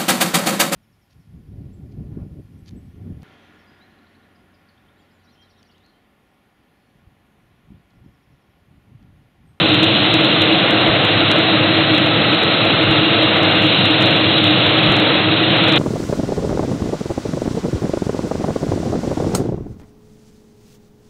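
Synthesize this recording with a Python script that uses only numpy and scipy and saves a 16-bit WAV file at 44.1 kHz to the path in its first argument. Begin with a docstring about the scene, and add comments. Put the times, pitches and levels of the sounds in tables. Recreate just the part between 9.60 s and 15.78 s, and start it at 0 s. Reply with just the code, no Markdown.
"""Light turbine helicopter at idle

Five blades, open apron, some twenty metres away. The exhaust roars and drones, the blades chop
the air, the compressor hisses; turbine, gears and tail fan whine through it. The recorder has a
narrow band, runs close to overload and adds a soft low thump every two seconds."""
import sys
import numpy as np
from scipy import signal
from scipy.fft import rfft, irfft, next_fast_len
from scipy.io import wavfile

SR = 44100
rng = np.random.default_rng(int(sys.argv[2]) if len(sys.argv) > 2 else 0)


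def file_out(sig):
    """Save sig as 16-bit WAV at sys.argv[1]."""
    # one column per channel
    cols = np.atleast_2d(sig).T
    # limit, then scale
    lim = np.clip(cols, -1, 1)
    pcm = np.round(lim * 32767).astype(np.int16)
    wavfile.write(sys.argv[1], SR, pcm)


N = 272538

BLADE_PASS_HZ, BLADE_COUNT = 22.4, 5
DRONE_HZ, DRONE_WIDTH_HZ = 315, 42

# Low recorder thumps. Each row: centre in seconds, peak in dB.
THUMP_PEAKS = [(1.293, -25), (3.297, -23), (5.294, -23)]
# Tail fan. Each row: time in seconds, blade rate in Hz, base level in dB.
FAN_CURVE = [(0, 651, -38), (1.2, 651, -44), (1.9, 651, -39), (2.4, 651.5, -33), (3.3, 651.5, -35),
             (4.0, 651, -40), (4.9, 650.5, -41), (6.18, 650.5, -38)]
# Fan harmonics. Each row: multiple of the blade rate, offset from the base level in dB.
FAN_HARMONICS = [(1, -.5), (2, .5), (3, -1.5), (4, -.5)]
# Shafts and accessory gears. 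Each row: pitch in Hz, start level in dB, end level in dB.
ACCESSORY_TONES = [(101.8, -34, -35), (127.5, -35, -35), (156, -36, -36), (270.5, -36, -36),
                   (1630, -45, -45), (2582, -40, -41), (2717, -42, -42), (3336, -45, -33)]
# Main gear mesh. Each row: time in seconds, pitch in Hz, level before trim in dB.
GEAR_MESH_CURVE = [(0, 2806, -31), (.9, 2805, -32), (1.4, 2806, -29), (1.9, 2805, -29), (2.4, 2807, -36),
                   (2.9, 2808, -38), (3.3, 2808, -28), (4.4, 2806, -28), (4.9, 2804, -31), (5.4, 2807, -35),
                   (6.18, 2806, -33)]
# Lower turbine whine. Each row: time in seconds, pitch in Hz, level in dB.
TURBINE_CURVE = [(0, 3874, -29), (.9, 3878, -29), (1.4, 3879, -30), (1.9, 3884, -28.5), (2.4, 3883, -27),
                 (2.9, 3879, -27), (3.4, 3881, -30.5), (3.9, 3883, -28), (4.4, 3885, -27), (4.9, 3881, -30),
                 (6.18, 3877, -30)]
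# Rotor wash, compressor hiss, exhaust roar. Each row: frequency in Hz, relative density in dB.
WASH_SHAPE = [(20, -37), (50, -26), (75, -11.5), (90, -10), (101, 5.5), (125, 3), (195, 3.5), (225, 0),
              (245, -11.5), (300, -29), (500, -48.5)]
HISS_SHAPE = [(1500, -30), (2180, -17), (2450, -4), (2800, -.2), (3200, -.7), (3550, 1), (3820, -.2),
              (3960, -3), (4100, -5), (4250, -14), (4400, -25), (4550, -35), (4900, -55)]
ROAR_SHAPE = [(120, -23.5), (240, 0), (400, 1), (455, 6), (620, 5.5), (740, 3.5), (830, 0), (960, -2.5),
              (1180, -0.5), (1400, 0.6), (1720, -3), (2100, -0.5), (2500, -2.5), (4400, -31)]
# Strongest throbs of the drone. Each row: centre in seconds, level before trim in dB.
DRONE_THROBS = [(0.129, -14), (0.236, -14), (0.555, -15.5), (0.929, -14.5), (1.284, -15.5), (1.789, -15),
                (2.102, -16.5), (2.175, -18), (2.337, -14), (2.737, -16.5), (3.32, -15.9), (4.056, -14),
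                (4.311, -15), (4.692, -19), (4.839, -18), (4.908, -14.5), (5.427, -16), (5.536, -18.5)]
# Roar and hiss slowly rise and fall in the moving air.
# Each row: time in seconds, roar offset in dB, hiss offset in dB.
BREEZE_SWELL = [(0, -0.8, 0), (.6, -1.5, -0.3), (1.6, -0.5, 0), (2.5, -0.2, -1), (3.15, 1.65, -0.7),
                (3.75, -1.5, -1.7), (4.45, 1.64, 1.85), (4.8, -0.5, -1), (5.2, 0.2, 0.8), (6.18, 1, 1.94)]
# Channel response. Each row: frequency in Hz, gain in dB.
CHANNEL_RESPONSE = [(20, 0), (4450, 0), (4560, -4), (4700, -18), (5000, -60)]


def from_db(db):
    """Decibels to gain."""
    return 10 ** (np.asarray(db) / 20)


def unit_rms(x):
    """Scale to rms 1."""
    return x / np.sqrt(np.mean(x ** 2) + 1e-20)


def curves(rows):
    """Interpolate each column over time, one value per sample."""
    times_s, *columns = np.transpose(rows)
    return [np.interp(np.arange(N) / SR, times_s, column) for column in columns]


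def drift(rate_hz):
    """Low-passed random wander, rms 1."""
    size = next_fast_len(N, real=True)
    hz = np.fft.rfftfreq(size, 1 / SR)
    spectrum = rfft(rng.standard_normal(size)) / (1 + (hz / rate_hz) ** 2) ** 2
    return unit_rms(irfft(spectrum, size)[:N])


def shaped(x, response):
    """Filter by the listed gains; nothing passes above the last point."""
    hz, db = np.transpose(response)
    size = next_fast_len(N, real=True)
    bins_hz = np.maximum(np.fft.rfftfreq(size, 1 / SR), 1)
    gain_db = np.interp(np.log(bins_hz), np.log(hz), db, right=-np.inf)
    return irfft(rfft(x, size) * from_db(gain_db), size)[..., :N]


def coloured(x, shape):
    """Filter, then scale to rms 1."""
    return unit_rms(shaped(x, shape))


def phase_rad(hz):
    """Running phase from a random start."""
    return 2 * np.pi * (np.cumsum(hz * np.ones(N)) / SR + rng.random())


def breeze_db(spread_db):
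    """Moving air slowly lifts and drops a level."""
    return spread_db * drift(rate_hz=1.4)


def whine(hz, level_db, waver_hz, flutter_db):
    """A tone wavers and flutters on its way through the downwash."""
    tone = np.sin(phase_rad(hz + waver_hz * drift(rate_hz=11.55)))
    flutter = from_db(flutter_db * drift(rate_hz=23))
    return from_db(level_db) * unit_rms(tone * flutter)


def thumps(half_width_s, pitch_hz):
    """Dull recorder bumps, about one cycle long."""
    out = np.zeros(N)
    for centre_s, peak_db in THUMP_PEAKS:
        offset_s = np.arange(N) / SR - centre_s
        envelope = from_db(peak_db) * np.exp(-(offset_s / half_width_s) ** 2)
        out += envelope * np.cos(2 * np.pi * pitch_hz * offset_s)
    return out


def tail_fan():
    """The tail-boom fan sings at harmonics of its blade rate."""
    hz, base_db = curves(FAN_CURVE)
    return sum(whine(k * hz, base_db + db, waver_hz=1.05 * k, flutter_db=4.0) for k, db in FAN_HARMONICS)


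def drive_train(mesh_trim_db):
    """Main gear mesh plus fainter shaft and accessory tones."""
    mesh_hz, mesh_db = curves(GEAR_MESH_CURVE)
    out = whine(mesh_hz, mesh_db + mesh_trim_db, waver_hz=1.78, flutter_db=2.5)
    for hz, start_db, end_db in ACCESSORY_TONES:
        out += whine(hz, np.linspace(start_db, end_db, N), waver_hz=1.82, flutter_db=2.5)
    return out


def turbine(upper_ratio, upper_offset_db):
    """Two whines geared to one spool."""
    hz, level_db = curves(TURBINE_CURVE)
    lower = whine(hz, level_db, waver_hz=4.094, flutter_db=2.5)
    upper = whine(hz * upper_ratio, level_db + upper_offset_db, waver_hz=3.87, flutter_db=2.0)
    return lower + upper


def rotor_wash(blade_rad, level_db, chop_db, pulse_db):
    """Each blade swells the churned air and sends out one soft pressure pulse."""
    churn = rng.standard_normal(N) * from_db(chop_db * np.cos(blade_rad))
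    passes = np.diff(np.floor(blade_rad / (2 * np.pi)), prepend=0)
    pulses = from_db(pulse_db) * coloured(passes, WASH_SHAPE)
    return from_db(level_db) * (coloured(churn, WASH_SHAPE) + pulses)


def compressor_hiss(blade_rad, level_db, chop_db, flicker_db):
    """Bright intake noise, stirred by the downwash."""
    stir_db = chop_db * np.cos(blade_rad) + flicker_db * drift(rate_hz=40)
    return from_db(level_db + stir_db) * coloured(rng.standard_normal(N), HISS_SHAPE)


def duct_resonance(x):
    """One two-pole mode of the exhaust duct, peak gain 1."""
    radius = np.exp(-np.pi * DRONE_WIDTH_HZ / SR)
    feedforward = np.array([1, 0, -1]) * (1 - radius ** 2) / 2
    feedback = [1, -2 * radius * np.cos(2 * np.pi * DRONE_HZ / SR), radius ** 2]
    return signal.lfilter(feedforward, feedback, x)


def exhaust_drone(rest_db, throb_half_width_s, throb_trim_db, loss_exponent):
    """Unsteady burning keeps the duct ringing; it flares in short throbs."""
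    ringing = unit_rms(duct_resonance(duct_resonance(rng.standard_normal(N))))
    envelope = np.abs(signal.hilbert(ringing))
    loss = (1 + envelope ** 2) ** loss_exponent   # harder ringing loses more
    out = from_db(rest_db) * unit_rms(ringing / loss)
    for centre_s, level_db in DRONE_THROBS:
        detune, half_turns = rng.uniform(-1, 1, 2)
        hz = DRONE_HZ + detune * DRONE_WIDTH_HZ / 4
        offset_s = np.arange(N) / SR - centre_s
        peak = np.sqrt(2) * from_db(level_db + throb_trim_db)
        throb = peak * np.cos(2 * np.pi * hz * offset_s + np.pi * half_turns)
        crossfade = np.exp(-np.minimum((offset_s / throb_half_width_s) ** 2, 20))
        out += crossfade * (throb - out)
    return out


def exhaust_roar(blade_rad, level_db, chop_db, sway_db):
    """Jet noise, chopped by each blade, swaying once per rotor turn."""
    ripple_db = chop_db * np.cos(blade_rad) + sway_db * np.cos(blade_rad / BLADE_COUNT)
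    return from_db(level_db + ripple_db) * coloured(rng.standard_normal(N), ROAR_SHAPE)


def scene():
    """The helicopter in open air, plus soft low recorder thumps every two seconds."""
    roar_swell_db, hiss_swell_db = curves(BREEZE_SWELL)
    blade_rad = phase_rad(BLADE_PASS_HZ)
    wash = rotor_wash(blade_rad, level_db=-23 + breeze_db(0.5), chop_db=-1.5, pulse_db=-17)
    roar_db = -18 + roar_swell_db + breeze_db(1.13)
    roar = exhaust_roar(blade_rad, roar_db, chop_db=0.82, sway_db=0.3)
    drone = exhaust_drone(rest_db=-21.2, throb_half_width_s=0.021, throb_trim_db=1.36,
                          loss_exponent=0.093)
    hiss_db = -18.5 + hiss_swell_db + breeze_db(1.1)
    hiss = compressor_hiss(blade_rad, hiss_db, chop_db=0.4, flicker_db=0.61)
    spool = turbine(upper_ratio=4119 / 3881, upper_offset_db=-7.5)
    tones = spool + drive_train(mesh_trim_db=-0.1) + tail_fan()
    return (thumps(half_width_s=0.012, pitch_hz=56) + tones + wash + hiss + drone + roar)[None]


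def overload(x, knee, ceiling):
    """Linear up to the knee; rare higher peaks round off and tick faintly."""
    headroom = ceiling - knee
    excess = np.maximum(np.abs(x) - knee, 0)
    return np.sign(x) * (np.abs(x) - excess + headroom * np.tanh(excess / headroom))


def record(dry):
    """Narrow channel, soft clip, steep low-pass."""
    cutoff_hz = 15900
    clipped = overload(shaped(dry, CHANNEL_RESPONSE), knee=.62, ceiling=.76)
    return signal.sosfilt(signal.cheby1(12, .1, cutoff_hz, fs=SR, output="sos"), clipped)


dry = scene()
out = record(dry)
file_out(out)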